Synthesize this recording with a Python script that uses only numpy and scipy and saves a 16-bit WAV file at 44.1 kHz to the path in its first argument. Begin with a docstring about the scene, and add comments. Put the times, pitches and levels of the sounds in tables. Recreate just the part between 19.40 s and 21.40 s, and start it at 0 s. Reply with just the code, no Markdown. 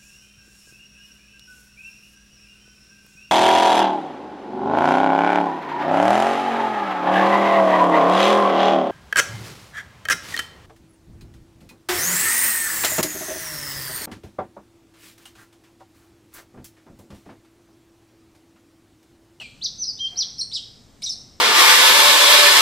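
"""A small songbird sings one quick phrase, centred on the microphone, in a hard-walled, ringing space.
Each note is one gliding whistle with weak overtones; the later notes are harsher, and three start
with a scratch. Near walls answer at once, a diffuse tail follows, and earlier song is still dying away.
Fingers brush faintly on a plastic pack, and two thin tones sound far off.
Behind it all lie a quiet, distant rumble and a faint hiss."""
import sys
import numpy as np
from scipy import signal
from scipy.fft import rfft, irfft, next_fast_len
from scipy.io import wavfile
from scipy.ndimage import uniform_filter1d, map_coordinates

SR = 44100
rng = np.random.default_rng(int(sys.argv[2]) if len(sys.argv) > 2 else 0)


def persist_wave(psi):
    """Save psi, clipped to +-1, as 16-bit WAV."""
    counts = np.round(np.clip(psi, -1, 1) * 32767).astype(np.int16)
    wavfile.write(sys.argv[1], SR, np.atleast_2d(counts).T)


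N = 88200

# Contour of each note at the bird: (time [s], pitch [Hz], level [dB])
LOW_SLUR = [(0, 2943, -32), (.025, 2560, -38.5), (.048, 2407, -40.5), (.06, 2342, -38.5), (.075, 2280, -58)]
UPSWEEP = [(.209, 2600, -52), (.22, 3787, -32.5), (.231, 4444, -27.5), (.24, 5100, -27)]
WHIP = [(.239, 6400, -33), (.247, 5896, -21.5), (.254, 4760, -20), (.262, 3884, -21.5), (.272, 3250, -36)]
HIGH_SLIDE = [(.38, 6300, -44.5), (.392, 6080, -33), (.422, 5980, -26), (.432, 5600, -22),
              (.443, 4450, -28.5), (.453, 3925, -36.5)]
SHORT_SLIDE = [(.462, 5400, -38), (.485, 5090, -22.5), (.498, 4715, -25), (.515, 4310, -35.5)]
FAINT_SLIDE = [(.572, 5970, -58), (.625, 5734, -58.5), (.655, 4690, -59), (.685, 4100, -63.5)]  # far off, reaches the microphone mostly as echo
GRACE = [(.572, 3350, -52), (.584, 3730, -44), (.596, 4220, -42.5)]
WHISTLE = [(.588, 3002, -44.5), (.608, 3202, -23.5), (.638, 3188, -20.5), (.662, 3129, -23),
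           (.682, 3260, -25.5)]
ARCH = [(.757, 4000, -36.5), (.767, 4600, -36.5), (.776, 5600, -24.5), (.788, 6044, -22), (.8, 5550, -19),
        (.81, 4450, -19), (.825, 3710, -26.5), (.839, 3085, -33.5)]
HOOK = [(.982, 4000, -34), (.986, 5400, -33), (.995, 5354, -25), (1.002, 6000, -24.5), (1.008, 4488, -30.5),
        (1.014, 4253, -19), (1.026, 4305, -24.5), (1.036, 4600, -36)]
LOW_ARCH = [(1.116, 3680, -38.5), (1.13, 4200, -36), (1.145, 5400, -26.5), (1.153, 4430, -33),
            (1.161, 3825, -25.5), (1.175, 3342, -33.5), (1.19, 3160, -46)]
WIDE_ARCH = [(1.621, 2100, -46), (1.626, 3447, -37), (1.632, 5013, -29.5), (1.641, 5910, -25),
             (1.647, 5900, -24), (1.654, 5183, -31), (1.664, 3990, -26.5), (1.675, 3687, -30.5),
             (1.687, 3714, -33.5)]
LAST_SLIDE = [(1.689, 6426, -37), (1.695, 5884, -27), (1.701, 5322, -24), (1.709, 5340, -26),
              (1.718, 4514, -32.5), (1.729, 4320, -29)]
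# Timbre of each note: (contour, second harmonic [dB], third harmonic [dB],
# roughness [share of pitch], rasp [dB], echo send [dB])
NOTES = [(LOW_SLUR, -20.5, -28.5, 0.015, -26.5, 0), (UPSWEEP, -29.5, -51, .003, -24.5, 0),
         (WHIP, -47, -24, .003, -24, 0), (HIGH_SLIDE, -27.5, -50, 0.0075, -43, 1),
         (SHORT_SLIDE, -37, -32.5, 0.0043, -33.5, 0), (GRACE, -44, -43, .008, -36.5, 2),
         (FAINT_SLIDE, -40, -47, 0.0213, -32, 20.4), (WHISTLE, -36, -38.5, .0015, -41.5, -6),
         (ARCH, -35.5, -27, .022, -25.5, 0), (HOOK, -19.5, -37.5, 0.022, -26.5, 0),
         (LOW_ARCH, -20, -54, .045, -18.5, 4), (WIDE_ARCH, -16, -50, 0.03304, -16, 0),
         (LAST_SLIDE, -17.5, -50.5, 0.033, -19.5, 0)]
# Scratchy note onsets and touches on the pack: (centre time [s], half-width [s], level [dB])
SCRATCHES = [(0.981, 0.0025, -52), (1.124, 0.0076, -48.5), (1.624, 0.0042, -32)]
BRUSHES = [(0.019, 0.012, -44.5), (0.774, 0.085, -54.5), (.89, 0.044, -60.5)]
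# Thin tones in the distance: (centre time [s], half-width [s], pitch [Hz], level [dB])
FAR_TONES = [(0.754, 0.033, 718, -55.5), (1.766, 0.1, 730, -64.5)]
# Colour of each noise: (frequency [Hz], relative level [dB])
RASP_SPECTRUM = [(300, -33), (800, -4), (1500, -7), (2300, -8), (4500, 17.5), (7000, 7), (8700, -8),
                 (10000, -5), (15000, -5)]
SCRATCH_SPECTRUM = [(900, -22), (1900, -17), (2250, 3), (2800, -17.5), (3700, 4), (5500, -7.5), (7500, -19),
                    (9200, -3.5), (11000, -7), (15000, -22.5)]
LINGER_SPECTRUM = [(1500, -28), (2200, -21), (2500, -17), (3200, -1), (3600, -13.5), (4300, -3),
                   (5200, -25.5), (6500, -26.5), (8000, -14.5), (10000, -41), (15000, -46)]
BRUSH_SPECTRUM = [(200, -8.5), (550, -2), (740, 2.5), (1100, -2), (1800, -4.5), (2300, -2), (3000, -9.5),
                  (10000, -22.5)]
RUMBLE_SPECTRUM = [(20, -7.5), (40, -4), (60, -5.5), (110, -2), (170, -6.5), (245, -5.5), (310, -12),
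                   (480, -15.5), (1100, -22.5), (2200, -28.5), (3000, -64), (5000, -81.5)]
HISS_SPECTRUM = [(1500, -16), (2200, -2), (4000, 0.5), (8000, -1), (10000, -12.5), (15000, -13)]
# Loss on the way from bird to microphone: (frequency [Hz], gain [dB])
PATH_LOSS = [(1000, -6), (8900, -1), (10000, -14.5), (11000, -11), (12500, -20.5), (15000, -11)]
# How long the space rings: (frequency [Hz], time to fall 60 dB [s])
TAIL_T60 = [(500, 0.75), (3000, 0.56), (5500, 0.68), (9000, 0.56), (15000, 0.46)]
# Likeness of left and right at the microphone: (frequency [Hz], likeness [0 to 1])
STEREO_LIKENESS = [(30, 0.93), (125, 0.91), (250, 0.88), (500, 0.83), (1000, 0.36), (4000, 1),
                   (12000, 0.57)]

EDGE_S = 0.0021  # a note's fade in and out
ROUGH_KNOTS_PER_S, FLUTTER_DB_PER_ROUGHNESS = 700, 89.5
EARLY_DB, EARLY_T60_S, EARLY_DELAY_S = -2.5, 0.17, 0.0014
TAIL_DB, TAIL_DELAY_S = -8.5, 0.01
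LINGER_DB, LINGER_FALL_DB_PER_S = -43.5, 91
RUMBLE_DB, RUMBLE_LEAN_DB, HISS_DB = -53, 0.95, -61.5
TOP_HZ = 15550


def bird():
    """The phrase reaches the microphone directly and off the walls; some notes ring more than others."""
    voices = [(whistled_note(*timbre), send_db) for *timbre, send_db in NOTES]
    scratch = noise(SCRATCH_SPECTRUM) * swells(SCRATCHES)
    direct = scratch + sum(voice for voice, _ in voices)
    to_walls = scratch + sum(amp(send_db) * voice for voice, send_db in voices)
    return filtered(direct + wall_echo(to_walls), lambda hz: amp(along(PATH_LOSS, hz)))


def whistled_note(contour, second_db, third_db, roughness, rasp_db):
    """One gliding whistle with two overtones and airy rasp; the unsteady voice shakes pitch and level."""
    t = np.arange(N) / SR
    times, hz, db = np.transpose(contour)
    times = np.sort(times)
    glide = uniform_filter1d(np.interp(t, times, hz), size=160)
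    pitch = glide * (1 + roughness * wobble(ROUGH_KNOTS_PER_S))
    phase = 2 * np.pi * np.cumsum(pitch) / SR
    inside_s = np.minimum(t - times[0], times[-1] - t)
    gate = np.sin(np.pi / 2 * np.clip(inside_s / EDGE_S + .5, 0, 1)) ** 2
    flutter_db = FLUTTER_DB_PER_ROUGHNESS * roughness * wobble(ROUGH_KNOTS_PER_S)
    level = gate * amp(np.interp(t, times, db) + flutter_db)
    second = amp(second_db) * np.sin(2 * phase)
    third = amp(third_db) * np.sin(3 * phase) * (3 * pitch < SR / 2)  # muted where it would alias
    tone = np.sin(phase) + second + third
    return level * (np.sqrt(2) * tone + amp(rasp_db) * noise(RASP_SPECTRUM))


def wall_echo(song):
    """Near walls throw back a quick, spiky cluster; the whole space adds a long, diffuse tail."""
    hz, frame_s, bands = signal.stft(rng.standard_normal(SR), SR, nperseg=256)
    decay = amp(-60 * frame_s / along(TAIL_T60, hz)[:, None])
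    t = np.arange(SR) / SR
    tail = signal.istft(bands * decay, SR, nperseg=256)[1][:SR] * (t > TAIL_DELAY_S)
    spikes = rng.standard_normal(SR) ** 3
    early = spikes * amp(-60 * t / EARLY_T60_S) * (t > EARLY_DELAY_S)
    response = amp(TAIL_DB) * tail / np.linalg.norm(tail) + amp(EARLY_DB) * early / np.linalg.norm(early)
    return signal.fftconvolve(song, response)[:N]


def lingering_echo():
    """At the start, the space still rings from the bird's previous notes."""
    t = np.arange(N) / SR
    return noise(LINGER_SPECTRUM) * amp(LINGER_DB - LINGER_FALL_DB_PER_S * t)


def pack_handling():
    """The microphone catches a soft tick and light brushing of fingers on a plastic pack."""
    return wide_noise(BRUSH_SPECTRUM) * swells(BRUSHES)


def far_tones():
    """Two thin tones in the distance, barely audible from here."""
    t = np.arange(N) / SR
    return sum(amp(db) * swell(centre, half_width) * np.sin(2 * np.pi * hz * t)
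               for centre, half_width, hz, db in FAR_TONES)


def background():
    """The bed of the place: steady distant rumble, a little left of the microphone, and faint hiss."""
    left_right_db = RUMBLE_DB + RUMBLE_LEAN_DB * np.array([[1], [-1]])
    rumble = amp(left_right_db) * wide_noise(RUMBLE_SPECTRUM)
    hiss = amp(HISS_DB) * wide_noise(HISS_SPECTRUM)
    return rumble + hiss


def amp(db):
    """Decibels to gain."""
    return 10 ** (np.asarray(db) / 20)


def unit_rms(x):
    """Scale to rms 1."""
    return x / np.sqrt(np.mean(x ** 2) + 1e-20)


def along(points, hz):
    """Interpolate (frequency [Hz], value) points on a log frequency axis."""
    frequencies, values = np.transpose(points)
    return np.interp(np.log(hz + 1), np.log(frequencies + 1), values)


def wobble(knots_per_s):
    """A smooth curve through random knots."""
    return map_coordinates(rng.standard_normal(N // 8), [np.arange(N) * knots_per_s / SR], mode="wrap")


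def swell(centre_s, half_width_s):
    """A bell-shaped rise and fall around a moment."""
    return np.exp(-((np.arange(N) / SR - centre_s) / half_width_s) ** 2)


def swells(events):
    """An envelope with one swell for each event."""
    return sum(amp(db) * swell(centre, half_width) for centre, half_width, db in events)


def filtered(x, response):
    """Apply a gain given as a function of frequency."""
    size = next_fast_len(N + SR // 2)
    hz = np.fft.rfftfreq(size, 1 / SR)
    return irfft(rfft(x, size) * response(hz), size)[..., :N]


def noise(spectrum):
    """Coloured noise of rms 1."""
    return unit_rms(filtered(rng.standard_normal(N), lambda hz: amp(along(spectrum, hz))))


def wide_noise(spectrum):
    """Coloured noise as a mid-side pair decoded to left and right, nearly mono in the bass."""
    def spread_angle(hz):
        return np.arccos(np.clip(along(STEREO_LIKENESS, hz), -1, 1)) / 2

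    mid = filtered(noise(spectrum), lambda hz: np.cos(spread_angle(hz)))
    side = filtered(noise(spectrum), lambda hz: np.sin(spread_angle(hz)))
    return unit_rms(np.array([mid + side, mid - side]))


def scene():
    """From the microphone position: the bird and its echo in the centre, over the faint background."""
    return bird() + lingering_echo() + pack_handling() + far_tones() + background()


def record(dry):
    """The camera's microphone channel keeps nothing above its band limit."""
    return filtered(dry, lambda hz: hz < TOP_HZ)


dry = scene()
out = record(dry)
persist_wave(out)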